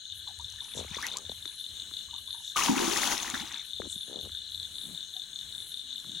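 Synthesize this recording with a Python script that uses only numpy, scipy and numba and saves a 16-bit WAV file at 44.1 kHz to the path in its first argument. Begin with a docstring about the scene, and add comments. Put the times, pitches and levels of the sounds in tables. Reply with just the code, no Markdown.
"""Night on a river: a wet net is hauled up beside a wooden boat, over a far chorus of frogs and insects.
From the start a near frog rattles in short clicks and a shrill insect buzzes; both go on throughout.
First water trickles and drips off the mesh while planks knock and creak; at 2.5 s it pours out with deep glugs.
Then late drops slap the water, the boat knocks and creaks again, and two faint far notes come near the end.
Clicks, bubbles and wood are decaying sine grains; air, hiss, rumble and mesh slides are filtered noise."""
import sys
import numpy as np
from scipy import signal
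from scipy.fft import rfft, irfft
from scipy.io import wavfile
from scipy.ndimage import uniform_filter1d
from numba import njit

SR = 44100
rng = np.random.default_rng(int(sys.argv[2]) if len(sys.argv) > 2 else 0)


def dump_mix(stems):
    """Bounce the given channels to the path in sys.argv[1] as a 16-bit WAV at rate SR."""
    frames = np.atleast_2d(stems).T  # one column per channel
    limited = np.clip(frames, -1, 1)  # hard clip at full scale
    pcm = np.round(limited * 32767).astype(np.int16)
    wavfile.write(sys.argv[1], SR, pcm)


N = 273420


def undb(db):
    """Decibels to amplitude."""
    return 10 ** (np.asarray(db) / 20)


def level(x, db):
    """Scale a sound to an rms level in dB."""
    return x * undb(db) / np.sqrt(np.mean(x ** 2))


def colour(x, points):
    """Filter by gains at (hz, db) points, joined on a log-frequency axis."""
    hz, db = np.transpose(points)
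    f = np.maximum(np.arange(N // 2 + 1) * SR / N, 1)
    gain_db = np.interp(np.log(f), np.log(hz), db)
    return irfft(rfft(x) * undb(gain_db), N)


def band(x, lo_hz, hi_hz):
    """Band-pass with gentle slopes."""
    sos = signal.butter(2, [lo_hz, min(hi_hz, .45 * SR)], "band", fs=SR, output="sos")
    return signal.sosfilt(sos, x)


def walk(rate):
    """Random wander around zero: values held 1 / rate s, then slewed twice."""
    k = int(SR / rate)
    steps = np.repeat(rng.standard_normal(N // k + 1), k)
    return 2.5 * uniform_filter1d(uniform_filter1d(steps, k), k)[:N]


@njit
def ring(start, size, hz, t60, rise, glide, length):
    """Sine grains that swell over about rise s, die away and glide by a share of their pitch."""
    y = np.zeros(length)
    for g in range(len(start)):
        i0, n = int(start[g] * SR), int(t60[g] * SR) + 2
        fall, swell = np.exp(-np.log(1000) / n), np.exp(-1 / (rise[g] * SR))
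        a, b, phase = 1., 1., 0.
        for i in range(min(n, length - i0)):
            y[i0 + i] += size[g] * a * (1 - b) ** 2 * np.sin(phase)
            a, b = a * fall, b * swell
            phase += 2 * np.pi * hz[g] * (1 + glide[g] * i / n) / SR
    return y


def grains(s, db, hz, t60, rise, glide=0.):
    """Sine grains starting at s seconds, whose envelope tops out at db."""
    columns = np.broadcast_arrays(s, db, hz, t60, rise, glide)
    s, db, hz, t60, rise, glide = (1. * np.ascontiguousarray(v) for v in columns)
    r = rise * np.log(1000) / t60
    top = (r / (2 + r)) ** r * (2 / (2 + r)) ** 2  # highest point of the unscaled envelope
    return ring(s, undb(db) / top, hz, t60, rise, glide, N)


def shower(per_s, lo_hz, hi_hz, cycles, spread_db, glide):
    """A random rain of grains, a few larger than the rest; rms 1."""
    when, tone, size = rng.random((int(per_s * N / SR), 3)).T
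    hz = lo_hz * (hi_hz / lo_hz) ** tone
    db = -spread_db * np.log(1.01 - size)
    return level(grains(when * N / SR, db, hz, cycles / hz, 2.3 / hz, glide), 0)


def night():
    """Far frogs and insects blur into throbbing bands of clicks over still air, a coloured noise."""
    # spectrum of the air: pitch_hz, gain_db
    air_spectrum = [(120, -10), (200, -7.5), (700, -20), (2500, -17), (4700, -76.5), (5200, -35),
                    (7500, -6.5), (11000, -19), (15000, -25)]
    # far callers: centre_hz, width_hz, clicks_per_s, level_db
    callers = [(1633, 274, 320, -68), (3014, 170, 400, -59.5), (3622, 450, 1100, -49),
               (4056, 225, 700, -53), (5740, 740, 1100, -67), (6523, 500, 920, -60.5),
               (9130, 680, 830, -65)]
    air = level(colour(rng.standard_normal(N), air_spectrum), -60.5)
    out = air * undb(2.15 * walk(5.96))
    for hz, width, per_s, db in callers:
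        calls = shower(per_s, hz - width / 2, hz + width / 2, 4.5 * hz / width, 1.8, 0.)
        throb_db = .7 * walk(3) + 1.4 * walk(30)
        out += undb(db + throb_db) * calls
    return out


def insect():
    """A shrill buzz of dense grains swells, flickers and fades until the next; a second insect zips now and then."""
    shrill_first_s, shrill_every_s, shrill_db = 0.12, .291, -61.0
    zip_first_s, zip_every_s, zip_db = 0.72, .82, -52.5
    time = np.arange(N) / SR
    t = time - np.arange(shrill_first_s, N / SR, shrill_every_s)[:, None]
    size = undb(rng.standard_normal((len(t), 1)))
    arch = np.clip(t / .03, 0, 1) * np.clip(1 - (t / .24) ** 2, 0, 1)
    swell = np.sum(size * arch, axis=0) * undb(1.5 * walk(25))
    t = time - np.arange(zip_first_s, N / SR, zip_every_s)[:, None]
    zip_swell = np.exp(-(t / 0.11) ** 2).sum(axis=0)
    zips = undb(zip_db) * zip_swell * shower(2000, 9200.0, 11500., 60., 1., 0.)
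    return swell * undb(shrill_db) * shower(3900, 9900.0, 12400.0, 30., 1.4, 0.) + zips


def hoots():
    """Faint level notes from far off: single sines that swell and fade."""
    # notes: start_s, length_s, peak_db, pitch_hz
    notes = [(5.152, .045, -55, 740), (5.8, .35, -66, 255)]
    s, length, db, hz = np.transpose(notes)
    return grains(s, db, hz, 2 * length, length / 4)


def rumble():
    """Narrow low noise, partly unrelated left and right, that swells quickly and fades, over a faint floor."""
    # swells: start_s, level_db
    swells = [(.09, -58), (.37, -54.5), (.74, -48.5), (1.21, -54), (1.68, -60.5), (2.03, -56.5),
              (3.26, -57), (3.72, -55.5), (4.19, -53), (4.5, -58.5), (5.4, -58)]
    rise_s, fall_s, floor_db = 0.018, 0.21, -72
    s, db = np.transpose(swells)
    t = np.maximum(np.arange(N) / SR - s[:, None], 0)
    shape = (1 - np.exp(-t / rise_s)) ** 2 * np.exp(-(t / fall_s) ** 2)
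    swell = undb(db) @ shape + undb(floor_db)
    common, own = rng.standard_normal(N), rng.standard_normal((2, N))
    noise = band(band(common + 0.24 * own, 57.4, 100.6), 52.0, 169.0)
    return swell * level(noise, 0)


def boat():
    """Dead wood: each blow or slip is a falling cycle or two with a duller after-thump; the rope also scrapes."""
    # blows on planks: start_s, level_db, pitch_hz (nominal: the fall starts above it)
    knocks = [(0.847, -41, 500), (0.911, -40.5, 163), (.968, -38, 430), (1.295, -36, 490),
              (1.318, -42.5, 710), (1.455, -38, 1640), (1.912, -44.5, 1290), (3.8, -29.5, 455),
              (3.819, -32.5, 1410), (3.871, -41, 282), (3.961, -44, 189), (4.294, -46, 1500),
              (6.045, -46, 1320)]
    # stick-slip of rope on wood: start_s, end_s, first_slips_per_s, last_slips_per_s, level_db, pitch_hz
    creaks = [(0.751, 0.829, 47, 60, -37.5, 480), (1.057, 1.246, 72, 80, -50, 500),
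              (3.82, 3.867, 70, 72, -41, 333), (4.08, 4.208, 60, 85, -41, 435),
              (4.228, 4.284, 67, 80, -42.5, 460), (4.838, 4.954, 68, 90, -47, 192),
              (6.046, 6.174, 102, 100, -52, 188.6)]
    rows, scrape, t = list(knocks), 0, np.arange(N) / SR
    for t0, t1, first, last, db, hz in creaks:
        # a tightening rope slips evenly and ever faster; a slack one stutters
        uneven = .04 if last > 1.08 * first else .4
        s = t0
        for jitter, size, tone in rng.standard_normal((40, 3)):
            if s < t1:
                arch_db = -24 * ((s - t0) / (t1 - t0) - .5) ** 2  # strongest mid-pull
                slip_db = db + arch_db + (1.3 + 4 * uneven) * size
                rows.append((s, slip_db, hz * (1 + .12 * tone)))
                s += np.exp(uneven * jitter) / np.interp(s, (t0, t1), (first, last))
        scrape += undb(db) * np.exp(-((2 * t - t0 - t1) / (t1 - t0)) ** 2)
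    s, db, hz = np.transpose(rows)
    blows = grains(s, db, 1.2 * hz, 4.16 / hz, 0.62 / hz, -0.6)
    thumps = grains(s + 0.00412, db - 10.0, 170 + 0.098 * hz, 0.015, 0.0012)
    return thumps - blows + scrape * level(shower(900, 131.0, 1900.0, 3.6, 3.3, 0.), -15.0)


def clicks():
    """Click times of the near frog: upbeats, a lead click, the main click and a hurrying run after it."""
    # rattles: main_click_s, clicks_after (count)
    rattles = [(.1, 1), (.276, 0), (.444, 0), (.605, 0), (.777, 1), (.945, 1), (1.115, 1), (1.294, 1),
               (1.455, 2), (1.641, 1), (1.798, 1), (1.968, 2), (2.14, 2), (2.306, 2), (2.477, 2),
               (2.813, 0), (3.018, 1), (3.2, 0), (3.376, 2), (3.573, 2), (3.763, 2), (3.957, 0), (4.009, 1),
               (4.189, 2), (4.349, 1), (4.418, 0), (4.576, 0), (4.629, 1), (4.813, 2), (5.006, 2),
               (5.196, 2), (5.389, 2), (5.58, 2), (5.772, 2), (5.958, 2), (6.148, 2)]
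    # extra clicks that open a rattle: start_s
    upbeats = [1.251, 1.598, 3.31, 3.517, 3.707, 3.898, 4.13, 4.519, 4.755, 4.947, 5.138, 5.331, 5.524,
               5.718, 5.905, 6.094]
    lead_s, cold_lead_s, warm_up_s = .0305, .016, .86  # the lead is longer until the caller is warm
    after_s, hurry = .0218, 0.87  # gap after the main click; each further gap shrinks by this factor
    s = list(upbeats)
    for main, after in rattles:
        lead = lead_s + cold_lead_s * np.exp(-(main / warm_up_s) ** 8)
        s += [main - lead, main]
        s += list(main + after_s * np.cumsum(hurry ** np.arange(round(after))))
    return np.sort(s)


def frog():
    """Each click knocks the vocal sac, two damped resonances; the caller grows louder as it warms up."""
    # resonances of the sac: pitch_hz, level_db, t60_s
    sac = [(3603, -29, 0.0079), (3924, -34.5, 0.0046)]
    stutter_s, stutter_db = 0.0042, -6
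    s = clicks()
    gap = np.diff(s, prepend=0)
    opens = gap > .06
    pitch_c, tone_c, size_c = rng.standard_normal((len(s), 3)).T
    # opening and hurried clicks are weaker, the second of a rattle is stronger
    db = .8 * size_c - 2.5 * opens - 3.5 * (gap < .021) + 1.5 * np.roll(opens, 1)
    db = db - 3 * np.exp(-s / .6)
    # the last click of a rattle is doubled
    last = np.diff(s, append=s[-1] + 1) > .06
    s, db = np.r_[s, s[last] + stutter_s], np.r_[db, db[last] + stutter_db]
    pitch_c, tone_c = np.r_[pitch_c, pitch_c[last]], np.r_[tone_c, tone_c[last]]
    out = 0
    for k, (hz, mode_db, t60) in enumerate(sac):
        click_db = db + mode_db + k * 3.3 * tone_c  # only the upper resonance varies in balance
        out += grains(s, click_db, hz * (1 + 0.0041 * pitch_c), t60, 0.0033)
    return out


def pour():
    """Flow off the mesh: spray is crackle over hiss, bubbles chirp upward, air glugs; returns treble and low part."""
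    # a trickle, then the main pour; each a curve of time_s, spray_db
    flows = [
        [(.25, -98), (.55, -64), (.88, -52.5), (.96, -45.5), (1.06, -44), (1.17, -50.5), (1.22, -70),
         (1.47, -62.5), (1.55, -62)],
        [(2.545, -72), (2.565, -26.5), (2.67, -32), (2.895, -31), (2.91, -35), (2.93, -29), (3.0, -31.5),
         (3.07, -30), (3.25, -37.5), (3.32, -42.5), (3.35, -36), (3.46, -47.5), (3.57, -48.5), (3.7, -71)],
    ]
    # spectrum of the spray: pitch_hz, gain_db
    spray_spectrum = [(820, -7), (1400, -10.5), (3260, -0.5), (5010, -5.5), (6460, 2), (8250, -11.5),
                      (10200, -5.5), (13500, -19.5), (15500, -13)]
    plop_db, bubble_db, glug_db, glug_lag_s = -6.5, -8.5, -12.5, 0.052  # base levels against the spray
    gush_s, gush_end_s, gush_bubble_db, gush_glug_db = 2.67, 2.9, 4.5, 12.5
    thin_db, thin_slope = -44, 0.65  # below this spray level bubbles and glugs sink further, dB per dB
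    crackle = level(colour(shower(1000, 1300., 15000., 13., 3.5, .1), spray_spectrum), 0)
    # the hiss is spread wide, half unrelated left and right
    hiss = rng.standard_normal(N) + rng.standard_normal((2, N))
    hiss = level(colour(hiss, spray_spectrum), 0)
    bubbles = shower(600, 740., 1500., 11., 2.4, .15)
    plops = shower(250, 800., 3200., 22., 2.8, .3)
    glugs = shower(350, 205.0, 460.0, 8.0, 2.3, 0.216)
    high, low, t = 0, 0, np.arange(N) / SR
    # air escapes from under the net
    gush = np.clip((t - gush_s) / 0.013, 0, 1) * np.clip((gush_end_s - t) / 0.037, 0, 1)
    lag = int(glug_lag_s * SR)
    for rows in flows:
        s, db = np.transpose(rows)
        spray_db = np.interp(t, s, db, -120, -120)
        # glugs lag behind a rising flow
        late_db = np.minimum(np.roll(uniform_filter1d(spray_db, lag), lag // 2) - spray_db, 0)
        sink_db = thin_slope * np.minimum(spray_db - thin_db, 0)
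        flow = undb(spray_db + 1.05 * walk(55))
        # a trickle mostly crackles; a heavy pour blurs into hiss
        dense = np.clip((spray_db + 52) / 30, .02, .62)
        spray = np.sqrt(1 - dense) * crackle + np.sqrt(dense) * hiss
        body = undb(plop_db) * (1 - dense) ** 2 * plops
        body += undb(bubble_db + sink_db + gush_bubble_db * gush) * bubbles
        body += undb(glug_db + sink_db + late_db + gush_glug_db * gush) * glugs
        high, low = high + flow * spray, low + flow * body
    return high, low


def drips():
    """Single bubbles ring and chirp upward as they die away, each trailed by smaller ones of neighbouring pitch."""
    # dripping bubbles: start_s, peak_db, pitch_hz
    drops = [(.271, -48, 960), (.283, -47, 815), (.395, -45, 916), (.615, -52.5, 930), (.944, -39.5, 1930),
             (.984, -34.5, 1077), (1.029, -26, 1680), (1.043, -27, 1856), (1.068, -34, 2580),
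             (1.158, -38, 993), (2.132, -44.5, 902), (2.179, -55, 1030), (2.28, -54.5, 987),
             (2.343, -48.5, 890), (2.402, -52, 915), (2.559, -22, 1150), (2.586, -21, 1070),
             (2.681, -23.5, 915), (2.085, -56, 1040), (.585, -46, 1710), (1.052, -44, 898),
             (2.611, -27.5, 960)]
    # deep bubbles of trapped air: start_s, peak_db, pitch_hz
    deep_bubbles = [(2.692, -15, 241), (2.726, -25, 225), (2.796, -25, 289), (2.877, -21, 311),
                    (3.336, -32.5, 240)]
    # late drops hitting the water flat: start_s, peak_db, pitch_hz
    slaps = [(3.247, -45, 715), (3.343, -22, 1585), (3.393, -33, 1880), (3.511, -34.5, 1850),
             (3.555, -40, 2000)]
    out = 0
    for table, cycles in (drops, 34.), (deep_bubbles, 12.), (slaps, 11.):
        s, db, hz = np.transpose(table)
        out += grains(s, db, hz, cycles / hz, 0.041 * cycles / hz, 0.286)
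        for late, tone in rng.random((2, 2, len(s))):
            out += grains(s + 25 * late / hz, db - 7, hz * (.8 + .4 * tone), cycles / hz, 1 / hz, .3)
    return out


def spats():
    """Bursting drops: three very short high resonances struck together."""
    # bursts: start_s, level_db
    bursts = [(0.286, -39), (0.389, -33), (.412, -38), (.454, -42), (0.501, -35.5), (0.524, -37),
              (0.643, -36), (.9052, -41), (.9481, -40), (.963, -40), (0.976, -34), (1.026, -27.5),
              (1.067, -19.5), (1.075, -37), (1.092, -44), (1.123, -34), (1.133, -37), (1.1699, -21.5),
              (1.1728, -27), (1.185, -33), (1.458, -35), (2.974, -16), (3.074, -17), (3.1791, -20),
              (3.3007, -21.5), (6.0005, -42)]
    s, db = np.transpose(bursts)
    out = 0
    for hz, tilt_db, t60 in (4200, -6, .003), (6200, 0, .005), (10000, -8, .002):
        size, tone = rng.standard_normal((2, len(s)))
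        out += grains(s, db + tilt_db + 2 * size, hz * np.exp(0.079 * tone), t60, 0.00013)
    return out


def swishes():
    """Wet mesh slides: narrow treble noise under a bell-shaped swell; the last one is a chirp of the second
    insect, made the same way."""
    # slides, the last an insect chirp: centre_s, half_length_s, pitch_hz, level_db
    slides = [(0.781, 0.028, 6800, -43.5), (2.473, 0.061, 6600, -51.5), (3.919, 0.031, 7900, -43)]
    out, t = 0, np.arange(N) / SR
    for s, half, hz, db in slides:
        noise = level(band(rng.standard_normal(N), 0.85 * hz, 1.156 * hz), db)
        out += np.exp(-((t - s) / half) ** 2) * noise
    return out


def water():
    """All water and wet mesh: treble of spray, spats and slides; low part of bubbles and glugs."""
    high, low = pour()
    return high + spats() + swishes(), low + drips()


def ports(x, left_db):
    """One source in both channels, left_db louder on the left."""
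    return x * undb([[left_db / 2], [-left_db / 2]])


def scatter(x):
    """Banks and water surface scatter sound differently to each side: short decaying noise echoes."""
    t = np.arange(SR // 4) / SR
    decay = np.exp(-np.log(1000) * t / 0.061) * (t > .003)
    tails = band(rng.standard_normal((2, len(t))) * decay, 362.0, 13000.0)
    tails /= np.sqrt(np.sum(tails ** 2, axis=1, keepdims=True))
    return signal.fftconvolve(x, tails, axes=1)[:, :N]


def scene():
    """Place every source between left and right."""
    water_lag_s, lag_top_hz = .0009, 620  # the water's sound below lag_top_hz comes later on the left
    high, low = water()
    near, far = frog() + high, night()
    wet = scatter(undb(-8) * near - .25 * high + undb(-6) * low)
    # part of the far chorus comes from all round, unrelated left and right
    around = 0.79 * far + 0.58 * np.array([np.roll(far, N // 3), np.roll(far, -N // 3)])
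    deep = signal.sosfiltfilt(signal.butter(4, lag_top_hz, fs=SR, output="sos"), low)
    lagged = np.array([low - deep + np.roll(deep, int(water_lag_s * SR)), low])
    out = ports(near + wet + around + hoots(), 6.6) + ports(lagged, 1.7)
    return out + ports(boat(), 14.2) + ports(rumble(), 1.7) + insect()


def record(dry):
    """Above about 9 kHz both channels hear the same; the top is cut steeply."""
    side_top_hz, top_hz = 9300, 15900
    mid, side = (dry[0] + dry[1]) / 2, (dry[0] - dry[1]) / 2
    side = signal.sosfiltfilt(signal.butter(6, side_top_hz, fs=SR, output="sos"), side)
    cut = signal.ellip(10, .2, 80, top_hz, fs=SR, output="sos")
    return signal.sosfilt(cut, np.array([mid + side, mid - side]))


dry = scene()
out = record(dry)
dump_mix(out)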